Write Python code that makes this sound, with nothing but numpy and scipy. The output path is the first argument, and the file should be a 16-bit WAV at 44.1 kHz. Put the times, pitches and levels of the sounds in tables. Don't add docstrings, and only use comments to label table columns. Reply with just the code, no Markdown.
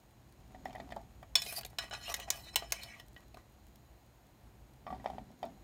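import sys
import numpy as np
from scipy import signal
from scipy.fft import rfft, irfft
from scipy.io import wavfile

SR = 44100
rng = np.random.default_rng(int(sys.argv[2]) if len(sys.argv) > 2 else 0)


def store_wav(level_fs):
    pcm = np.round(np.clip(np.atleast_2d(level_fs), -1, 1) * 32767)
    wavfile.write(sys.argv[1], SR, pcm.T.astype(np.int16))


N = 248677


def from_db(db):
    return 10 ** (np.asarray(db) / 20)


def rms_one(x):
    return x / np.sqrt(np.mean(x ** 2) + 1e-20)


def in_time(rows):
    s, *columns = np.transpose(rows)
    return [np.interp(np.arange(N) / SR, s, c, left=-200, right=-200) for c in columns]


def at_hz(points, hz):
    points = np.array(points)
    return np.interp(np.log(hz), np.log(points[:, 0]), points[:, 1])


def favoured(hz, centre_hz, lift_db, octaves):
    return lift_db * np.exp(-(np.log2(hz / centre_hz) / octaves) ** 2)


def drift(per_s):
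    knots = rng.standard_normal(int(N / SR * per_s) + 2)
    return np.interp(np.arange(N) / SR * per_s, np.arange(len(knots)), knots)


def grit(per_s, spread_db):
    sizes = from_db(spread_db * np.minimum(rng.exponential(1, N), 4)) * rng.choice([-1, 1], N)
    return rms_one(sizes * (rng.random(N) < per_s / SR))


def coloured(source, points):
    hz, db = np.transpose(points)
    grid = np.log(np.fft.rfftfreq(N, 1 / SR) + 1)
    shape = from_db(np.interp(grid, np.log(hz), db, right=-70))
    return rms_one(irfft(rfft(source) * shape, N))


def resonance(x, hz, width_hz):
    r = np.exp(-np.pi * width_hz / SR)
    return rms_one(signal.lfilter([1, 0, -1], [1, -2 * r * np.cos(2 * np.pi * hz / SR), r * r], x))


# time in seconds, level in dB.
RUMBLE_LEVEL = [(0.0, -66.5), (0.55, -56), (2.42, -58.5), (2.73, -54), (2.76, -58.5), (4.41, -63),
                (4.48, -54), (4.52, -59), (4.88, -60), (4.98, -52), (5.12, -56), (5.17, -54), (5.37, -64.5),
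                (5.64, -57)]
# centre in Hz, width in Hz, relative level in dB.
RUMBLE_PEAKS = [(55, 11, -0.6), (115, 30, -7.5)]


def rumble():
    low = rms_one(sum(from_db(db) * resonance(rng.standard_normal(N), hz, width_hz)
                      for hz, width_hz, db in RUMBLE_PEAKS))
    return from_db(in_time(RUMBLE_LEVEL)[0]) * low


# frequency in Hz, relative density in dB per Hz.
HISS_SPECTRUM = [(59, -41), (124, 3.5), (156, -13), (214, -3.5), (245, -18.5), (340, -5.5), (390, -16),
                 (760, -11.5), (1240, -21.5), (2000, -23), (5100, -30.5), (9500, -33), (10500, -37.5),
                 (12500, -31.5), (15800, -36)]
# centre in Hz, width of each filter pass in Hz, relative level in dB.
AIR_BANDS = [(209, 22, -75), (270.2, 11, -80), (4060, 250, -84), (6750, 420, -82.5), (8600, 300, -95),
             (11460, 200, -88), (14720, 577, -86.5)]
# time in seconds, change of the hiss top in dB, change of the narrow bands in dB.
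AIR_SWELL = [(0, 1, -2), (.6, -4, 1.5), (1.3, 0, 0), (3.1, -1.5, 1.5), (3.5, -0.5, -2), (3.9, 1.5, -1),
             (4.3, 0.5, -1.5), (4.7, 1, -2), (5.2, -0.5, -3.5), (5.64, -1, 1.5)]
HISS_DB = -65


def air():
    top_db, bands_db = in_time(AIR_SWELL)
    hiss = coloured(rng.standard_normal(N), HISS_SPECTRUM)
    top = signal.sosfilt(signal.butter(2, 8000, "high", fs=SR, output="sos"), hiss)
    hiss = hiss + (from_db(top_db) - 1) * top
    bands = 0
    for hz, width_hz, db in AIR_BANDS:
        band = resonance(resonance(rng.standard_normal(N), hz, width_hz), hz, width_hz)
        bands = bands + from_db(db + 1.5 * drift(4.3)) * band
    return from_db(HISS_DB) * hiss + from_db(bands_db) * bands


ROOM_DB, ROOM_T60_S, ROOM_CUT_HZ = -15, 0.15, 2400


def kitchen(x):
    t = np.arange(SR // 2) / SR
    tail = rng.standard_normal(len(t)) * from_db(-60 * t / ROOM_T60_S) * (t > .004)
    tail = signal.lfilter([1], [1, -np.exp(-2 * np.pi * ROOM_CUT_HZ / SR)], tail)
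    return from_db(ROOM_DB) * signal.fftconvolve(x, tail / np.sqrt(np.sum(tail ** 2)))[:N]


# time in seconds, relative level in dB.
TICKS = [(0.1094, -54), (0.324, -49), (0.402, -57), (0.4788, -53), (0.521, -53), (0.654, -41.5),
         (0.6794, -51), (0.7302, -49), (0.754, -46), (0.9196, -48), (0.9627, -44), (1.228, -48),
         (1.7023, -50), (1.8975, -44), (3.0644, -54), (3.083, -45.5), (3.1447, -52), (3.206, -52),
         (3.282, -52), (3.668, -49.5), (3.7578, -42), (4.7358, -52), (5.043, -50), (5.102, -52),
         (5.3156, -56), (5.429, -45.5), (5.453, -45.5)]


def bright_ticks():
    clicks = from_db(-66) * np.abs(grit(10.0, 3.0)) / np.sqrt(SR / 10)
    for s, db in TICKS:
        clicks[round(s * SR)] = from_db(db - 7.5)
    envelope = signal.lfilter([1], [1, -np.exp(-1 / (0.0018 * SR))], clicks)
    bright = signal.butter(3, [2500, 15500], "band", fs=SR, output="sos")
    return signal.sosfilt(bright, envelope * rng.standard_normal(N))


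# pitch in Hz, relative level in dB, free 60 dB ring time in seconds.
PLATE = [(675.5, -6, .11), (747, 9, 0.03), (839, -2.5, 0.031), (1154, 2, 0.07), (1500, -11, 0.044),
         (1834, 2.5, 0.1), (1937, 11.5, 0.041), (2292, -2, 0.14), (2480, -2, 0.081), (3133, 5.5, 0.036),
         (3604, -0.5, 0.059), (4430, -15, 0.071), (4727, -4, 0.093), (4820, -62, 0.029), (5570, -22, 0.076)]
# pitch in Hz, relative level in dB, free 60 dB ring time in seconds.
SKIMMER = [(3476, -3.9, 0.068), (4450, -17, .09), (4636, -24, 0.047), (5330, -2, 0.04504),
           (6900, -26.5, 0.21), (7810, -40, .05)]
# time in seconds, ringing level in dB, dull rumble level in dB.
ROLLS = [
    [(0.35, -77, -89), (0.512, -67, -66.5), (0.64, -71, -63), (0.668, -60, -56.5), (0.75, -65, -59.5),
     (0.852, -70, -54.5), (0.908, -60, -67), (0.968, -87, -54), (1.03, -67, -69.5), (1.206, -77, -81),
     (1.25, -81, -79.5)],
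    [(4.8, -84, -77.5), (4.916, -71, -51), (5.038, -65, -64), (5.114, -52, -53), (5.14, -86, -52.5),
     (5.234, -83, -61), (5.33, -75.5, -62), (5.376, -78, -71.5), (5.472, -65.5, -54), (5.628, -78, -74),
     (5.635, -76, -71)],
]
ROLL_BRIGHT_DB = -15.5


def rolling():
    ring_db, rumble_db = np.max([in_time(spell) for spell in ROLLS], axis=0)
    bumps, noise = grit(400.0, 4.6), rng.standard_normal(N)
    low = rms_one(sum(from_db(db) * resonance(bumps, hz, 2.0 / t60) for hz, db, t60 in PLATE[:3]))
    bright = rms_one(sum(from_db(db) * resonance(bumps, hz, 9.0 / t60)
                         for hz, db, t60 in PLATE[3:] + SKIMMER[:1]))
    table = rms_one(resonance(noise, 201.6, 44) - 0.87 * resonance(noise, 270, 29)
                    + 0.5 * resonance(noise, 318, 130))
    return from_db(ring_db) * (low + from_db(ROLL_BRIGHT_DB) * bright) + from_db(rumble_db) * table


# start in seconds, end in seconds,
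# first pitch in Hz, last pitch in Hz, width in Hz (held to 70 at most), level in dB.
SQUEALS_AND_THUD = [(1.46, 1.538, 2470, 2470, 50, -51), (1.542, 1.606, 4820, 4530, 80, -47),
                    (1.399, 1.527, 5150, 4830, 50, -58), (1.578, 1.602, 735, 752, 60, -50),
                    (1.98, 2.088, 4150, 4270, 50, -59.5), (2.045, 2.11, 2650, 3010, 80, -47.5),
                    (2.014, 2.1, 2940, 3260, 60, -57), (2.09, 2.131, 5760, 5750, 80, -48),
                    (2.21, 2.237, 2823, 2880, 80, -51.5), (2.745, 2.857, 2250, 2367, 80, -57.5),
                    (2.80, 2.86, 4040, 4550, 80, -55), (2.864, 2.969, 2282, 2200, 60, -57.5)]


def squeals_and_thud():
    out = np.zeros(N)
    for start, end, first_hz, last_hz, width_hz, db in SQUEALS_AND_THUD:
        at, n = round(start * SR), round((end - start) * SR)
        pole = np.exp(-np.pi * min(width_hz, 70) / SR)
        wobble = signal.lfilter([1], [1, -pole], rng.standard_normal(SR // 4))[-n:]
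        tone = np.sin(2 * np.pi * np.cumsum(np.linspace(first_hz, last_hz, n)) / SR)
        out[at:at + n] += from_db(db) * rms_one(wobble * tone) * signal.windows.tukey(n, .5)
    return out


# frequency in Hz, relative density in dB per Hz.
RASP_SPECTRUM = [(880, -43.5), (1500, -13.5), (2480, -14.5), (2810, -15.5), (4830, -4), (5650, -12.5),
                 (11600, -3), (15700, -9)]
RASP_HZ = np.geomspace(1800, 15000, 40)


def rasp(slips):
    rough = coloured(slips, RASP_SPECTRUM)
    out = 0
    for k, hz in enumerate(RASP_HZ):
        b, a = signal.butter(1, [hz / 1.025, hz * 1.025], "band", fs=SR)
        out = out + from_db(4.0 * drift(30)) * signal.lfilter(b, a, rough) * (-1) ** k
    return rms_one(out)


# time in seconds, then relative levels in dB of bumped low modes, ringing near 1.7 kHz and
# ringing near 4.5 kHz, favoured pitch in Hz, bright rasp in dB.
STROKES_AND_TAILS = [
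    [(1.385, -66, -37, -41, 4380, -49), (1.391, -63, -68, -51, 4580, -56),
     (1.521, -56, -54, -55.5, 2540, -47), (1.549, -64, -60, -57, 4320, -46.5),
     (1.589, -47, -55, -43, 4370, -40), (1.605, -64, -63, -62, 4560, -52)],
    [(1.665, -60, -74, -68, 2990, -52), (1.671, -67, -80, -78, 3000, -72),
     (1.695, -75, -81, -83, 2430, -84), (1.701, -67.5, -81, -80, 2270, -62),
     (1.729, -51.5, -77, -74, 1910, -90), (1.76, -78, -86, -78, 2190, -84)],
    [(1.81, -68, -44, -56, 3580, -72), (1.844, -50, -48, -49, 3420, -73), (1.86, -59, -58, -61, 3040, -82),
     (1.874, -71, -63, -66, 2760, -77), (1.888, -81, -61, -68, 2390, -89), (1.9, -63, -56, -62, 2240, -75)],
    [(1.93, -47, -49, -48, 3170, -84), (1.948, -49, -52, -47, 2850, -73),
     (1.994, -61.5, -57, -64, 2950, -71), (2.046, -58, -52, -47.5, 3710, -62.5),
     (2.1, -43, -45.5, -47.5, 3330, -51), (2.135, -52, -41, -52, 3990, -51.5)],
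    [(2.165, -65, -50, -57, 2190, -53), (2.193, -51, -61, -58, 2300, -74),
     (2.199, -52.5, -55, -51, 2540, -65), (2.237, -65, -54, -51, 3220, -80),
     (2.273, -63.5, -83, -68, 3020, -82), (2.295, -22, -39, -38, 2020, -73)],
    [(2.325, -56, -51, -49.5, 2770, -55), (2.429, -59.5, -65.5, -58, 3750, -62),
     (2.453, -59, -58, -52, 3740, -67), (2.491, -60, -57, -50.5, 4120, -73),
     (2.525, -75.5, -82, -69, 4030, -86.5), (2.55, -51, -36, -46, 3860, -60.5)],
    [(2.58, -49, -47, -45, 3150, -52), (2.604, -74, -63, -50.5, 3180, -62),
     (2.628, -50, -50, -68, 2560, -71), (2.648, -49, -66, -58.5, 1840, -74),
     (2.698, -79, -64, -68, 3180, -73), (2.715, -49, -54, -42, 3010, -56)],
    [(2.745, -52, -56, -47.5, 3060, -60), (2.797, -59.5, -61, -54.5, 2450, -71.5),
     (2.829, -61.5, -59, -53.5, 3680, -59), (2.945, -66, -61, -63.5, 2260, -88),
     (3.007, -66, -62, -63.5, 3330, -69), (3.02, -53, -68, -71, 2830, -81.5)],
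    [(3.18, -48.5, -63, -76, 1316, -70), (3.196, -60, -72, -85, 1340, -82),
     (3.206, -65, -69, -91, 1280, -80), (3.24, -88, -56, -84, 1160, -91)],
    [(3.385, -64, -59.5, -78, 1180, -82), (3.397, -70, -68, -79, 1180, -93),
     (3.413, -71, -71, -89, 1180, -89), (3.435, -73, -84, -89, 1190, -93), (3.44, -74, -81, -78, 1210, -93)],
]
STROKE_EDGE_S = 0.009


def strokes_and_tails():
    t, gains = np.arange(N) / SR, 0
    for s, *levels_db, _, rasp_db in map(np.transpose, STROKES_AND_TAILS):
        fade = np.clip(np.minimum(t - s[0] + STROKE_EDGE_S, s[-1] - t) / STROKE_EDGE_S, 0, 1)
        gains = gains + fade * from_db([np.interp(t, s, db) for db in (*levels_db, rasp_db)])
    rows = np.vstack(STROKES_AND_TAILS)
    rows = rows[np.argsort(rows[:, 0])]
    return *gains, np.interp(t, rows[:, 0], rows[:, 4])


# pitch in Hz, relative level in dB, free 60 dB ring time in seconds.
BOWL = [(516, -10, 0.096), (684, 2, 0.09), (790, -3.5, .06), (1180, 3, 0.042), (1470, -7, 0.1),
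        (1682, -6, 0.15), (1918, -8.5, 0.31), (1960, -1.5, 0.056), (2300, -2, 0.065), (2475, 1, 0.052),
        (2550, -9, .08), (2830, -15, .15), (2975, -0.5, 0.12), (3120, -15, 0.28), (3240, -14, 0.15),
        (3740, -8.5, .1), (4026, 0.5, .12), (5050, -13, .1), (5300, 1, 0.24), (5980, -3, .08),
        (6060, -14.5, .05), (6830, -3, 0.11), (8000, -5.5, .05), (8280, -0.5, 0.09), (10200, -10.5, 0.044),
        (9440, -13.5, .04), (11020, -17, .05), (12150, -11, .05), (13610, -12.5, .04), (14800, -10, .03)]
# frequency in Hz, lift in dB.
SLIDE_ANSWER = [(1200, -4), (1500, -1.5), (1950, 2), (2400, -3), (3000, 1), (4050, 1.5), (5300, 0),
                (6000, -2.5), (6800, -2.5), (8200, -9.5)]
SLIDE_ZONES_HZ = [1700, 4500]
SLIDE_FAVOUR_DB, SLIDE_FAVOUR_OCTAVES = 7.5, 0.11


def scrape_and_tails():
    bump, low_ring, high_ring, rough, spot_hz = strokes_and_tails()
    slips, bumps = grit(2500.0, 2.2), grit(120.0, 2.3)
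    out = rough * from_db(-1.5 + 2.5 * drift(60)) * rasp(slips)
    for hz, db, t60 in BOWL[1:24]:
        width_hz = 2.1 * np.log(1000) / np.pi / t60
        if hz < 900:
            out += bump * from_db(db - 7.5 + 2.8 * drift(25)) * resonance(bumps, hz, width_hz)
        else:
            lift_db = at_hz(SLIDE_ANSWER, hz) + favoured(hz, spot_hz, SLIDE_FAVOUR_DB, SLIDE_FAVOUR_OCTAVES)
            high = at_hz(np.c_[SLIDE_ZONES_HZ, [0, 1]], hz)
            ring = low_ring ** (1 - high) * high_ring ** high
            level = from_db(db - 12.0 + lift_db + 5.4 * drift(24.99))
            out += ring * level * resonance(slips, hz, width_hz)
    return out


def rings(modes, gains_db, share, t):
    hz, db, t60 = np.transpose(modes)[:, :, None]
    louder_db, higher = rng.normal(0, [[[1.5]], [[.002]]], (2, *hz.shape))
    decay = from_db(db + gains_db + louder_db - 60 * t / (t60 * share))
    return np.sum(decay * np.sin(2 * np.pi * hz * (1 + higher) * t), axis=0)


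CRACK_BANDS_HZ = [500, 750, 1170, 1500, 1950, 2400, 3000, 4050, 5300, 6100, 6800, 8200, 10000, 13000]
FAVOUR_OCTAVES = .14


def blows(events, body, zones_hz, answer, body_db, skimmer_gain_db, crack_db, snap_t60, tail_db, tail_t60):
    out, t = np.zeros(N + SR), np.arange(SR // 4) / SR
    regions = np.array([hz for hz in CRACK_BANDS_HZ if hz <= answer[-1][0] * 1.1])
    pitches = np.array(body)[:, :1]
    bands = [signal.butter(2, [hz / 1.15, hz * 1.15], "band", fs=SR, output="sos") for hz in regions]
    dying = from_db(-60 * t / snap_t60) + from_db(tail_db - 60 * t / tail_t60)
    for s, peak_db, *zones_db, lower_hz, lower_db, upper_hz, upper_db, skimmer_db, share, contact_ms in events:
        rise = 1 - np.exp(-1000 * t / max(contact_ms, .05))
        share = np.clip(share, .2, 3)

        def spot_lift(hz):
            return (at_hz(np.c_[zones_hz, zones_db], hz) + at_hz(answer, hz)
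                    + favoured(hz, lower_hz, lower_db, FAVOUR_OCTAVES)
                    + favoured(hz, upper_hz, upper_db, FAVOUR_OCTAVES))

        gains, colour = spot_lift(pitches), spot_lift(regions)
        burst = rng.standard_normal(len(t)) * dying + 1e-18
        crack = sum(from_db(db - max(colour)) * signal.sosfilt(band, burst) for band, db in zip(bands, colour))
        sound = rings(body, gains + body_db, share, t)
        sound = sound + rings(SKIMMER, skimmer_db + skimmer_gain_db, share, t)
        sound = sound + from_db(peak_db + crack_db) * crack
        at = round(s * SR)
        out[at:at + len(t)] += rise * sound
    return out[:N]


# start in seconds, relative levels in dB of the crack and of the low,
# middle and high modes, lower favoured pitch in Hz, its lift in dB, upper favoured pitch in Hz, its lift in dB,
# skimmer ring in relative dB, share of the free ring time (held to 0.2 at least), contact time constant in ms.
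KNOCKS = [(0.547, -45, -45.5, -56.5, -63, 690, 9.4, 1830, 12, -72, 0.53, 1.5),
          (0.656, -29, -37.5, -44.5, -63, 732, 8.5, 1850, 12.2, -54.5, 0.62, 1),
          (0.706, -42, -48.5, -57, -66, 668, 9.9, 3160, 10, -72, 0.7, 1.8),
          (0.729, -48, -54, -57, -54, 668, 9, 2260, 11, -58, 0.4, 1.8),
          (0.75, -33, -40.5, -53, -57, 697, 9, 1920, 11.4, -67, 0.81, 2.3),
          (0.758, -36, -42, -46, -64, 690, 9.7, 1880, 11, -66, 0.64, 2.1),
          (0.781, -34, -45, -65, -56, 754, 9, 1090, 12, -69, 0.4, 1.8),
          (0.8, -29.5, -38, -47.5, -50.5, 660, 15.5, 1900, 9.5, -70, 0.51, 1.5),
          (0.907, -40, -50, -59, -54, 686, 9, 1820, 11, -63, 0.95, 2.9),
          (0.922, -26, -37, -41, -51, 700, 9, 1800, 11.6, -65, 0.4, 1.1),
          (0.964, -11.5, -31, -57, -61.5, 684, 7.8, 1060, 11, -64, 0.76, 2.8),
          (0.995, -43, -53, -67, -77, 611, 9, 1860, 12, -79, 0.65, 2.3),
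          (1.228, -35, -48.5, -45.5, -63, 700, 12, 1180, 14, -67, 0.52, 1.8),
          (4.866, -41, -39.5, -40, -55.5, 778, 9, 1150, 14, -60, 0.51, 1.65),
          (4.876, -40, -38, -51, -72, 640, 13, 1160, 14.6, -68, 0.94, 1.9),
          (4.903, -42, -42.5, -46.5, -66, 743, 8, 1140, 17, -66, 0.84, 1.7),
          (4.926, -32, -39.5, -50, -70, 697, 9.3, 1140, 11, -68, 1, 1.35),
          (4.946, -39, -39, -62, -57, 899, 9, 1040, 12, -74, 0.46, 1.4),
          (4.998, -44, -48, -65, -63, 616, 9, 1950, 11, -77, 0.73, 1.6),
          (5.043, -22, -34.5, -56, -54, 729, 7.7, 1840, 14, -70.5, 0.32, 2.2),
          (5.059, -29, -27, -35, -48.5, 732, 8.3, 995, 12, -53, 0.5, 0.97),
          (5.075, -40, -52, -73, -73, 641, 9, 1140, 12, -74, 0.44, 1.4),
          (5.1, -35, -36, -55, -57, 729, 8.7, 1840, 12, -72, 0.6, 1.6),
          (5.134, -35, -44.5, -75, -78, 685, 9, 1000, 12, -86, 0.76, 1.6),
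          (5.182, -32, -39, -44.5, -54, 740, 8.6, 990, 12, -71, 0.46, 1.5),
          (5.304, -51, -50.5, -73, -68, 654, 9, 1030, 12, -79, 0.54, 1.6),
          (5.429, -40, -35, -43, -44, 782, 9.8, 1000, 12, -58, 0.6, 1.9),
          (5.44, -15.5, -33.5, -72, -65, 654, 11, 1090, 11, -67, 0.74, 1.9),
          (5.458, -27, -39.5, -68, -61, 641, 9.4, 1070, 11, -66, 1, 2.3)]
PLATE_ZONES_HZ = [750, 1800, 4200]
# frequency in Hz, lift in dB.
PLATE_ANSWER = [(500, -11.5), (750, 0), (1170, -8), (1500, -24), (1950, -6), (2400, -2.5), (3000, 1),
                (4050, 2.5), (5300, -7), (6100, -8)]


def plate_knocks():
    return blows(KNOCKS, PLATE, PLATE_ZONES_HZ, PLATE_ANSWER, body_db=-4, skimmer_gain_db=7.0, crack_db=1.0,
                 snap_t60=0.029, tail_db=-11.5, tail_t60=0.02)


# start in seconds, relative levels in dB of the crack and of the modes in five
# octaves from low to high, lower favoured pitch in Hz, its lift in dB, upper favoured pitch in Hz, its lift in dB,
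# skimmer ring in relative dB, share of the free ring time (held to 0.2 at least), contact time constant in ms.
CLINKS = [(1.354, -17, -38, -32, -27, -24, -29.5, 2596, 14.6, 3430, 7.2, -17, 1, 0.51),
          (1.419, -32, -51, -46, -44, -34, -37, 2520, 15.3, 3500, 8, -37.5, 1, 0.22),
          (1.463, -31, -46, -64, -46, -47, -56, 2470, 12, 3080, 8, -55, 0.32, 0.15),
          (1.525, -28, -42, -44.5, -48, -50, -46, 2510, 13, 4990, 8, -56, 0.54, 0.19),
          (1.61, -34.5, -53.5, -49, -50, -51, -46, 2330, 13, 4460, 7.3, -65, 0.19, 0.17),
          (1.633, -36, -54, -49, -41, -54, -66, 1770, 14, 3340, 8, -62, 0.17, 0.17),
          (1.649, -32, -45.5, -58, -46, -40, -46, 2380, 15.7, 3850, 6.5, -64, 0.19, 0.27),
          (1.785, -17.5, -41.5, -34.5, -23.5, -32, -39.5, 1480, 7.5, 5350, 8.3, -39.5, 0.76, 0.51),
          (1.91, -30, -43, -44, -39, -42.5, -65, 1490, 10.5, 3000, 5.3, -61, 0.91, 0.36),
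          (1.935, -29.5, -62, -47.5, -32.5, -42.5, -80, 1480, 11.3, 5950, 9, -53, 0.91, 0.23),
          (1.949, -42, -57, -34, -44, -39, -70, 2570, 14, 4100, 6, -64, 0.58, 0.26),
          (2.098, -31, -48, -52, -46, -42, -49.5, 2450, 11, 3000, 9.8, -56, 0.94, 0.29),
          (2.141, -18.5, -47, -41.5, -28.5, -32.5, -37, 1914, 12.5, 5600, 8.7, -39, 0.35, 0.17),
          (2.199, -33, -48, -51, -49.5, -46, -47.5, 2660, 12, 2930, 8, -66, 0.26, 0.17),
          (2.303, -18, -44, -36, -28, -25, -29.5, 2280, 9.7, 6150, 4.6, -37, 0.32, 0.13),
          (2.558, -10.5, -36, -32, -24, -23, -27.5, 2240, 8.1, 3050, 7.1, -40, 0.65, 0.24),
          (2.623, -40.5, -37.5, -59, -46, -64, -68.5, 1220, 12, 2940, 8, -72, 1, 0.17),
          (2.721, -17.5, -38, -35, -31, -31, -34, 2275, 11, 6020, 6.1, -50, 0.27, 0.39),
          (2.833, -30, -59, -63, -38, -45.5, -51, 2270, 13, 4560, 6.4, -49, 0.53, 0.17),
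          (2.998, -37.5, -57.5, -55.5, -51, -57, -60, 1900, 13, 3080, 7.7, -51, 0.6, 0.17),
          (3.164, -45, -51.5, -46, -41.5, -70.5, -60, 1910, 12, 3040, 8, -76, 0.24, 0.15),
          (3.344, -34, -49, -66, -60.5, -65, -64.5, 2360, 13.3, 3690, 6.2, -74, 0.43, 0.14),
          (3.371, -35.5, -44, -53, -67, -58, -62, 1170, 10.5, 4100, 8, -79, 0.29, 0.13)]
BOWL_ZONES_HZ = [700, 1500, 3000, 6000, 11000]
# frequency in Hz, lift in dB.
BOWL_ANSWER = [(500, 0.5), (750, 5), (1200, 0.5), (1500, 2.5), (2000, -8), (3000, -4.5), (4050, -1),
               (5300, -9.5), (6100, -8.5), (6800, -2.5), (8200, -1), (13000, -3.5)]


def bowl_clinks():
    return blows(CLINKS, BOWL, BOWL_ZONES_HZ, BOWL_ANSWER, body_db=-6.5, skimmer_gain_db=3.0, crack_db=2.5,
                 snap_t60=0.025, tail_db=-13.5, tail_t60=0.057)


def scene():
    dishes = bowl_clinks() + plate_knocks() + bright_ticks() + scrape_and_tails() + squeals_and_thud() + rolling()
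    return (dishes + kitchen(dishes) + rumble() + air())[None, :]


CUTOFF_HZ = 17150


def record(dry):
    dry = signal.sosfilt(signal.butter(2, 38, "high", fs=SR, output="sos"), dry)
    return signal.sosfilt(signal.cheby2(16, 70, CUTOFF_HZ, fs=SR, output="sos"), dry)


dry = scene()
out = record(dry)
store_wav(out)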